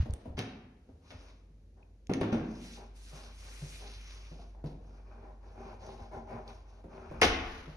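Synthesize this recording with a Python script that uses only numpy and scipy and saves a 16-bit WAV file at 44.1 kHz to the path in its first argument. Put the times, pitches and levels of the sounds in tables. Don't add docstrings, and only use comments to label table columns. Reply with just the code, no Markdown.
import sys
import numpy as np
from scipy import signal
from scipy.fft import rfft, irfft, next_fast_len
from scipy.io import wavfile

SR = 44100
rng = np.random.default_rng(int(sys.argv[2]) if len(sys.argv) > 2 else 0)


def wav_record(signal):
    frames = np.transpose(np.atleast_2d(signal))
    bounded = np.clip(frames, -1, 1)
    quanta = np.round(bounded * 32767).astype(np.int16)
    wavfile.write(sys.argv[1], SR, quanta)


N = 342216
T = np.arange(N) / SR
SIZE = next_fast_len(N + SR, True)
FREQS = np.arange(SIZE // 2 + 1) * SR / SIZE

FAN_LEVELS = [(0.5, -61), (1.12, -69), (1.19, -53), (1.37, -57.5), (2.32, -60), (2.37, -48), (2.48, -52.5),
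              (3.96, -48), (6.858, -53.5), (6.9, -55)]
AIR_TONE = [(25, -29), (50, 2), (85, 10.5), (130, -7), (240, -7), (500, -15.5), (1000, -34), (2500, -36.5),
            (3500, -39.5), (6000, -39), (11000, -46)]
ECHO_FADES = [(80, 0.8), (240, 1.08), (500, 0.78), (1000, 0.93), (2500, 0.79), (4000, 0.6), (6000, 0.63),
              (11000, 0.18)]
HAND_BUMPS = [(.001, -15, 73.5), (.028, -26.5, 118), (0.097, -22, 77.6), (0.128, -25, 65), (0.277, -35, 93),
              (0.302, -32.5, 71.4), (0.348, -33.5, 69), (6.015, -36.5, 80), (6.166, -41, 97),
              (6.348, -37, 108)]
SLEEVE_BRUSHES = [(0, 0.0084, -52.5), (.08, 0.18, -68.5), (7.42, 0.19, -52.5), (7.6, 0.15, -59.5)]
CLOTH_TONE = [(400, 14.5), (1800, 14), (4000, 5.5), (6200, 2.5), (7500, -13), (11000, -8.5)]
DRAUGHT_TONE = [(15, -14), (35, 1.5), (75, 2), (130, -23), (400, -27), (2000, -79)]

FOOTSTEPS = [(0.056, -37.5, 225, -41), (0.255, -39, 244, -42.5), (0.388, -33, 107, -58),
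             (0.887, -45.5, 261, -56.5), (1.118, -46, 250, -51.5), (1.146, -35.5, 88, -87),
             (1.499, -53.5, 153, -98), (3.128, -40.5, 147, -53.5), (3.619, -29.5, 144, -49.5),
             (4.313, -39.5, 161.6, -48.5), (4.6395, -26, 151.6, -39.5), (6.839, -50, 159, -47),
             (7.11, -43, 158, -40.5), (7.674, -37, 153.4, -50.5)]
SOLE_TONE = [(80, 6.5), (210, 9.5), (340, 5.5), (520, 4.5), (780, -2.5), (1200, -17), (2500, -27),
             (5500, -39), (11000, -40)]

SEAL_GLIDE = [(2.45, -74, -100), (2.65, -57.5, -56), (2.77, -60, -59.5), (2.921, -92, -93),
              (2.96, -71.5, -62), (3.18, -59, -57), (3.32, -65.5, -69), (3.44, -61.5, -56.5),
              (3.771, -59, -51.5), (3.92, -59, -82), (4.13, -58.5, -99), (4.42, -69.5, -93),
              (4.59, -87, -102), (4.6, -100, -111)]
SEAL_CATCHES = [(0.873, 0.031, -75, -90, -95), (1.006, .29, -62, -66.5, -68),
                (1.757, 0.062, -60.5, -85, -96), (2.749, 0.074, -51, -67, -66.5),
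                (3.087, 0.18, -54, -75, -64.5), (3.398, 0.13, -58, -66, -66.5),
                (3.79, 0.076, -51, -58, -78), (4.07, 0.19, -61, -81, -69.5),
                (4.375, 0.05, -54.5, -87, -68.5), (4.53, 0.072, -57.5, -89, -99),
                (4.653, 0.021, -62, -65.5, -79), (4.788, 0.21, -58.5, -75.5, -73),
                (5.03, 0.2, -55, -78.5, -68), (5.21, 0.1, -53, -78.5, -78),
                (5.402, 0.13, -56, -75.5, -70.5), (5.536, 0.19, -49, -68.5, -60),
                (5.786, .14, -48.5, -62.5, -70), (5.972, 0.07, -49.5, -65, -71),
                (6.104, 0.072, -44.5, -66, -75), (6.257, .12, -45.5, -68.5, -60),
                (6.451, 0.06, -50, -71, -68), (6.474, 0.011, -62, -57.5, -68),
                (6.625, 0.18, -59, -75, -74.5), (6.871, 0.19, -51, -71.5, -61.5),
                (7.033, 0.42, -53, -67.5, -57)]
SEAL_SNAPS = [(4.548, -46.5), (5.238, -35), (5.555, -43), (5.576, -46), (5.891, -36), (5.994, -48),
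              (6.12, -51.5), (6.929, -37), (6.979, -32)]
SCRAPE_TONE = [(100, -22.5), (300, 6.5), (430, 10.5), (560, 8), (780, 7), (1050, 0.5), (1300, -9.5),
               (1800, -7.5), (2300, -25), (3300, -25.5), (7000, -66)]
RASP_TONE = [(500, -23), (900, 4.5), (1150, 4.5), (1600, 0), (2000, -14), (2400, -1), (3000, -17.5),
             (7000, -54)]
HISS_TONE = [(600, -8), (1800, -3.5), (2400, 2), (3300, -3), (4500, -2), (6000, -1), (7500, -17),
             (10000, -9.5), (12000, -21.5)]
TREBLE_TONE = [(5000, -18), (8000, -12), (9500, -16), (12000, -19.5)]
FLICKER_BANDS = [700, 1100, 1600, 2300, 4000, 5000, 6100, 10000]
DRONE_MODES = [(78, 30, -2), (108, 18, 1), (150, 30, -6), (233, 13, 3), (390, 22, 3), (628, 26, -2),
               (700, 16, -6), (805, 40, 0), (1030, 35, -7), (1400, 200, -20), (2230, 120, -23)]

# start_s, thud_db, rattle_db, thump_db
DOOR_KNOCKS = [(.378, -36.5, -45, -42), (2.095, -28.5, -48, -25), (2.212, -27, -36, -15.5),
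               (2.326, -29, -39.5, -21.5)]
THUD_TONE = [(50, -33), (110, -4.5), (260, -0.5), (460, -7.5), (620, -16.5), (820, -15), (1100, -26.5),
             (2500, -33.5), (6000, -56)]
RATTLE_TONE = [(150, -31), (500, 3), (1000, 6.5), (1900, 5), (3100, 0), (4200, -7.5), (6100, -9.5),
               (7400, -26), (10000, -20), (12000, -50)]
DOOR_MODES = [(105, 2, .3), (150, 5, .22), (213.4, -12, .7), (263, -14.5, .35), (300, -12, .15),
              (377, -4.5, .22), (410.6, -9, .15), (451, -5.5, .24)]

LATCH_STRIKES = [(.135, -68, -51), (0.379, -46.5, -46), (.391, -38, -38.5), (1.105, -47, -49),
                 (2.135, -39, -46), (7.215, -25.5, -38), (7.218, -23, -21), (7.223, -24, -30.5),
                 (7.231, -24, -20.5), (7.242, -29, -27)]
BOLT_SLIDES = [(.368, 0.016, -49.5), (2.204, 0.011, -56), (2.317, 0.012, -52)]
FITTING_TICKS = [(.108, -47, 5000, 3500), (0.1368, -39.5, 1700, 3000), (0.137, -27.5, 8800, 2000),
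                 (0.381, -52, 9900, 3000), (0.3888, -29.5, 9500, 3030), (0.3909, -28, 3000, 4500),
                 (1.828, -33.5, 2540, 210), (2.07, -47.5, 4500, 6000), (2.136, -26.5, 5000, 2900),
                 (2.136, -25.5, 2300, 1700), (2.139, -30, 9700, 500), (2.21, -39, 9200, 1990),
                 (6.478, -37, 4370, 1590), (7.215, -11, 5700, 800), (7.215, -17.5, 8900, 3000),
                 (7.2175, 2, 2050, 800), (7.2228, -4, 1450, 900), (7.224, -16, 5960, 1200),
                 (7.2193, -1.5, 690, 450), (7.231, -3, 2100, 600)]
FRAME_TONE = [(60, -15), (160, 4), (370, 7), (600, 3), (800, 7), (1200, -25), (3000, -9.5), (8000, -25.5)]
METAL_TONE = [(100, -66), (400, -4), (1000, 2), (1400, 3.5), (2100, 5), (3000, 3), (4200, -3.5), (6100, -2),
              (7400, -29), (10000, -12.5), (12000, -49)]
FRAME_AND_LOCK_MODES = [(265, -11, 0.81), (364, 2.5, .14), (448, 3.5, 0.21), (578, -12, 0.51),
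                        (716, -4, .2), (762, -3, 0.19), (838, -4, 0.19), (1100, -10, 0.14)]
HANDLE_MODES = [(1434, -7, .3), (1736, -3, .2), (1814, -4, .42), (2120, -2, .16), (2200, 2, .26),
                (2590, -5, .32), (2704, -7, .35), (3090, -10, .16), (3447, -10, .25), (3628, -9, .2),
                (4118, -10, .18), (5908, -7, .18), (6202, -12, .24), (6411, -11, .25), (6666, -13, .23)]

MIC_SUM = [(2700, 0.5), (3250, -1.5), (3900, 2), (6800, 1), (7500, -10.5), (8500, -6.5), (9200, -0.5)]
MIC_DIFFERENCE = [(40, -46), (110, -34), (200, -29.5), (330, -15), (600, -2.5), (1100, -1), (2200, -2),
                  (3400, 3), (5500, -2.5), (6600, -1), (7500, 4.5), (8600, 0.5), (9600, -19)]
MIC_BALANCE = [(200, 0), (450, 1.5), (1100, 3.5), (2200, 1), (4000, -0.5), (8000, 0.5)]
MIC_LAG = [(30, 0.095), (70, 0.0097), (200, 0.029), (500, 0.0005)]

WEIGHT_DELAY_S = 0.0183


def undb(db):
    return 10 ** (np.asarray(db) / 20)


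def along(points, hz=FREQS):
    pitch_hz, value = np.transpose(points)
    return np.interp(np.log(hz + 1), np.log(pitch_hz), value)


def filtered(sound, response):
    return irfft(rfft(sound, SIZE) * response, SIZE)[..., :N]


def colour(sound, tone, taps=4096):
    gain = undb(along(tone, np.linspace(0, SR / 2, taps // 2 + 1)))
    cepstrum = irfft(np.log(gain / np.sqrt(np.mean(gain ** 2))))
    cepstrum[1:taps // 2] *= 2
    cepstrum[taps // 2 + 1:] = 0
    impulse = irfft(np.exp(rfft(cepstrum)))
    return signal.oaconvolve(sound, impulse[None], axes=1)[:, :N]


def resonance(hz, width_hz):
    return 1j * FREQS * width_hz / (hz ** 2 - FREQS ** 2 + 1j * FREQS * width_hz)


def noise():
    return rng.standard_normal((2, N))


def wander(per_s):
    turns = np.arange(0, T[-1] + 1, 1 / per_s)
    return 0.97 * np.interp(T, turns, rng.standard_normal(len(turns)))


def contact(loudness, spread=1.0, left_delay_samples=7):
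    source = rng.standard_normal(N)
    direct = np.array([np.roll(source, left_delay_samples), source])
    return loudness * (direct + spread * noise()) / np.hypot(1, spread)


def fader(times, levels_db):
    outside_s = np.maximum(times[0] - T, 0) + np.maximum(T - times[-1], 0)
    return undb(np.interp(T, times, levels_db)) * np.exp(-outside_s / 0.055)


def bursts(times, levels_db, fall_s):
    out, age = np.zeros(N + SR), T[:SR // 2]
    shape = np.exp(-age / fall_s) - np.exp(-20 * age / fall_s)
    for start_s, db in zip(times, levels_db):
        out[int(start_s * SR):][:len(age)] += undb(db) * shape
    return out[:N]


def strokes(rows, swell_share=0.43, release_s=0.057):
    power = np.zeros(N)
    for start_s, length_s, db in rows:
        first = int(start_s * SR)
        age = T[:min(SR, N - first)]
        swell = np.sin(np.pi / 2 * np.minimum(age / (swell_share * length_s), 1))
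        release = np.exp(-np.maximum(age - length_s, 0) / release_s)
        power[first:first + len(age)] += (undb(db) * swell * release) ** 2
    return np.sqrt(power)


def fade(age, fade_s, rise_s):
    return (1 - np.exp(-age / rise_s)) * np.exp(-np.log(1000) * age / fade_s)


def ring(start_s, db, hz, fade_s, rise_s):
    out, first = np.zeros(N), int(start_s * SR)
    age = T[:min(SR, N - first)]
    out[first:first + len(age)] = np.sin(2 * np.pi * hz * age) * fade(age, fade_s, rise_s)
    return undb(db) * out


def struck(times, levels_db, modes, scatter=0.0024):
    hz, mode_db, fade_s = np.transpose(modes)[:, :, None]
    out, age = np.zeros(N + SR), T[:int(.6 * SR)]
    loudness = undb(mode_db) * fade(age, fade_s, rise_s=0.00019)
    tunings = 1 + scatter * rng.standard_normal((len(times), len(modes), 1))
    for start_s, db, tuning in zip(times, levels_db, tunings):
        notes = loudness * np.sin(2 * np.pi * hz * tuning * age)
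        out[int(start_s * SR):][:len(age)] += undb(db) * np.sum(notes, axis=0)
    return out[:N]


def rebounds(blows, gaps_s, loss_db):
    delays = np.cumsum([0, *gaps_s])
    rows = [np.array(blows) + [delay, *(-k * np.array(loss_db))] for k, delay in enumerate(delays)]
    return np.concatenate(rows).T


def fan(hum_hz=48.6):
    times, levels_db = np.transpose(FAN_LEVELS)
    phase = 2 * np.pi * np.cumsum(hum_hz * (1 + .006 * wander(3))) / SR
    hum = np.sqrt(2) * np.sin(phase) * undb(np.interp(T, times, levels_db) + .6 * wander(4))
    air = colour(noise() * undb(wander(4.3)), AIR_TONE)
    return hum + undb(-57.5) * air


def hallway():
    age = T[:int(1.3 * SR)]
    bands_hz = 62.5 * 2. ** np.arange(9)
    spectrum = rfft(rng.standard_normal((2, len(age))))
    octave = np.log2(np.arange(spectrum.shape[1]) * SR / len(age) + 1)
    echoes = 0
    for share, fade_s in zip(np.eye(len(bands_hz)), along(ECHO_FADES, bands_hz)):
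        band = irfft(spectrum * np.interp(octave, np.log2(bands_hz), share), len(age))
        echoes = echoes + band * fade(age, fade_s, rise_s=0.00083)
    return rfft(echoes / np.sqrt(0.013 * SR), SIZE)


def handling():
    bumps = sum(ring(start_s, db, hz, fade_s=.08, rise_s=.002) for start_s, db, hz in HAND_BUMPS)
    folds = undb(2 * wander(200))
    sleeve = colour(noise() * folds * strokes(SLEEVE_BRUSHES), CLOTH_TONE)
    return undb(1.5) * bumps + sleeve


def draught(peak_s=7.3, peak_db=-32.5, rise_db_per_s=99, fall_db_per_s=46.5):
    below_peak_db = np.maximum(rise_db_per_s * (peak_s - T), fall_db_per_s * (T - peak_s))
    return colour(noise(), DRAUGHT_TONE) * undb(peak_db - below_peak_db)


def floorboards():
    return sum(ring(start_s, db + 9.5, hz, fade_s=.11, rise_s=.03) for start_s, db, hz, _ in FOOTSTEPS)


def shoes():
    times, _, _, tap_db = np.transpose(FOOTSTEPS)
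    sole = bursts(times, tap_db, fall_s=0.044)
    heel = bursts(times, tap_db, fall_s=0.0056)
    squeak = ring(start_s=4.39, db=-46.5, hz=692, fade_s=0.12, rise_s=0.0071)
    return colour(noise() * (sole + heel), SOLE_TONE) + squeak


def grit(clicks_per_s=450, strength=.42):
    clicks = (rng.random(N) < clicks_per_s / SR) * rng.standard_normal(N)
    return strength * np.sqrt(SR / clicks_per_s) * clicks


def flicker(sound, depth_db=2.4, changes_per_s=40):
    bands = (signal.lfilter(*signal.iirpeak(hz, Q=3.5, fs=SR), sound + 1e-18) for hz in FLICKER_BANDS)
    return sound + sum(band * (undb(depth_db * wander(changes_per_s)) - 1) for band in bands)


def door_drone(drag, grip, pivot_db=-47, steepness=1.8):
    panel = sum((-1) ** k * undb(db) * resonance(hz, width_hz)
                for k, (hz, width_hz, db) in enumerate(DRONE_MODES))
    push = undb(pivot_db) * (drag / undb(pivot_db)) ** steepness
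    return filtered(contact(grip * push), panel / np.sqrt(np.mean(np.abs(panel) ** 2)))


def door_seal():
    times, glide_db, treble_db = np.transpose(SEAL_GLIDE)
    starts, lengths, *level_columns = np.transpose(SEAL_CATCHES)
    drag, skid, bite = (strokes(zip(starts, lengths, db)) for db in level_columns)
    slip = np.hypot(skid, fader(times, glide_db + 2.5))
    grip = undb(1.5 * wander(400))
    snaps = bursts(*np.transpose(SEAL_SNAPS), fall_s=0.0028)
    scrape = colour(noise() * (grip * drag + snaps), SCRAPE_TONE)
    rasp = colour((noise() + grit()) * grip * bite, RASP_TONE)
    grain = undb(0.48 * wander(500) + 0.29 * wander(39))
    hiss = colour(contact(grain * slip, spread=0.64) + grit() * slip, HISS_TONE)
    treble = colour(noise() * grain * fader(times, treble_db - 3), TREBLE_TONE)
    drone = door_drone(drag, grip)
    rubbing = undb(-7.5) * scrape + undb(-1) * rasp + undb(-2) * hiss + treble
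    return flicker(rubbing) + undb(0.5) * drone


def door_panel():
    times, thud_db, _, thump_db = np.transpose(DOOR_KNOCKS)
    thumps = sum(ring(start_s + WEIGHT_DELAY_S, db, hz=170, fade_s=.06, rise_s=0.0036)
                 for start_s, db in zip(times, thump_db))
    return thumps + undb(-7.5) * struck(times, thud_db, DOOR_MODES)


def door_knocks():
    touches = [row[:3] for row in DOOR_KNOCKS]
    times, thud_db, rattle_db = rebounds(touches, [WEIGHT_DELAY_S], loss_db=(3.5, 15.5))
    thud = colour(contact(bursts(times, thud_db, fall_s=0.0098)), THUD_TONE)
    rattle = colour(contact(bursts(times, rattle_db, fall_s=0.01)), RATTLE_TONE)
    return undb(6.5) * thud + undb(-0.5) * rattle


def bolt_chatter(bounces=4, first_gap_s=0.0045, slowing=1.4):
    return rebounds(LATCH_STRIKES, first_gap_s * slowing ** np.arange(bounces), loss_db=(2.5, 2.07))


def door_frame():
    bounce_times, _, bounce_db = bolt_chatter()
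    wood = colour(contact(bursts(bounce_times, bounce_db, fall_s=0.0089)), FRAME_TONE)
    strike_times, _, strike_db = np.transpose(LATCH_STRIKES)
    return undb(-7.5) * wood + undb(-12.5) * struck(strike_times, strike_db, FRAME_AND_LOCK_MODES)


def handle():
    times, metal_db, _ = np.transpose(LATCH_STRIKES)
    return undb(-15.5) * struck(times, metal_db, HANDLE_MODES, scatter=.001)


def fittings():
    touch = contact(0.24)
    out = np.zeros((2, N))
    for start_s, db, hz, width_hz in FITTING_TICKS:
        first = int(start_s * SR)
        span = slice(first, first + SR // 20)
        tap = touch[:, span] * bursts([start_s], [db], fall_s=.0012)[span]
        peak = np.concatenate(signal.iirpeak(hz, hz / width_hz, fs=SR))
        out[:, span] += signal.sosfilt([peak, peak], tap)
    return undb(17.5) * out


def latch():
    times, metal_db, _ = bolt_chatter()
    cracks = bursts(times, metal_db, fall_s=0.0035)
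    return undb(-2.5) * colour(contact(cracks + strokes(BOLT_SLIDES)), METAL_TONE)


def scene():
    # sound, echo_db
    sources = [(door_knocks(), -5), (door_panel(), -14), (latch(), -7.5), (door_frame(), -10.5),
               (handle(), -14), (fittings(), -18), (shoes(), -8), (floorboards(), -17),
               (door_seal(), -13)]
    direct = sum(sound for sound, _ in sources)
    echoes = filtered(sum(sound * undb(echo_db) for sound, echo_db in sources), hallway())
    return direct + echoes + handling() + draught() + fan()


def record(dry, top_hz=11900):
    shared = filtered((dry[0] + dry[1]) / 2, undb(along(MIC_SUM)))
    difference = filtered((dry[0] - dry[1]) / 2, undb(along(MIC_DIFFERENCE)))
    left_right = np.array([shared + difference, shared - difference])
    lean_left = undb(along(MIC_BALANCE) / 2) * np.exp(-.5j * along(MIC_LAG))
    mics = filtered(left_right, np.array([lean_left, 1 / lean_left]))
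    return signal.sosfilt(signal.ellip(10, .2, 70, top_hz, fs=SR, output="sos"), mics)


dry = scene()
out = record(dry)
wav_record(out)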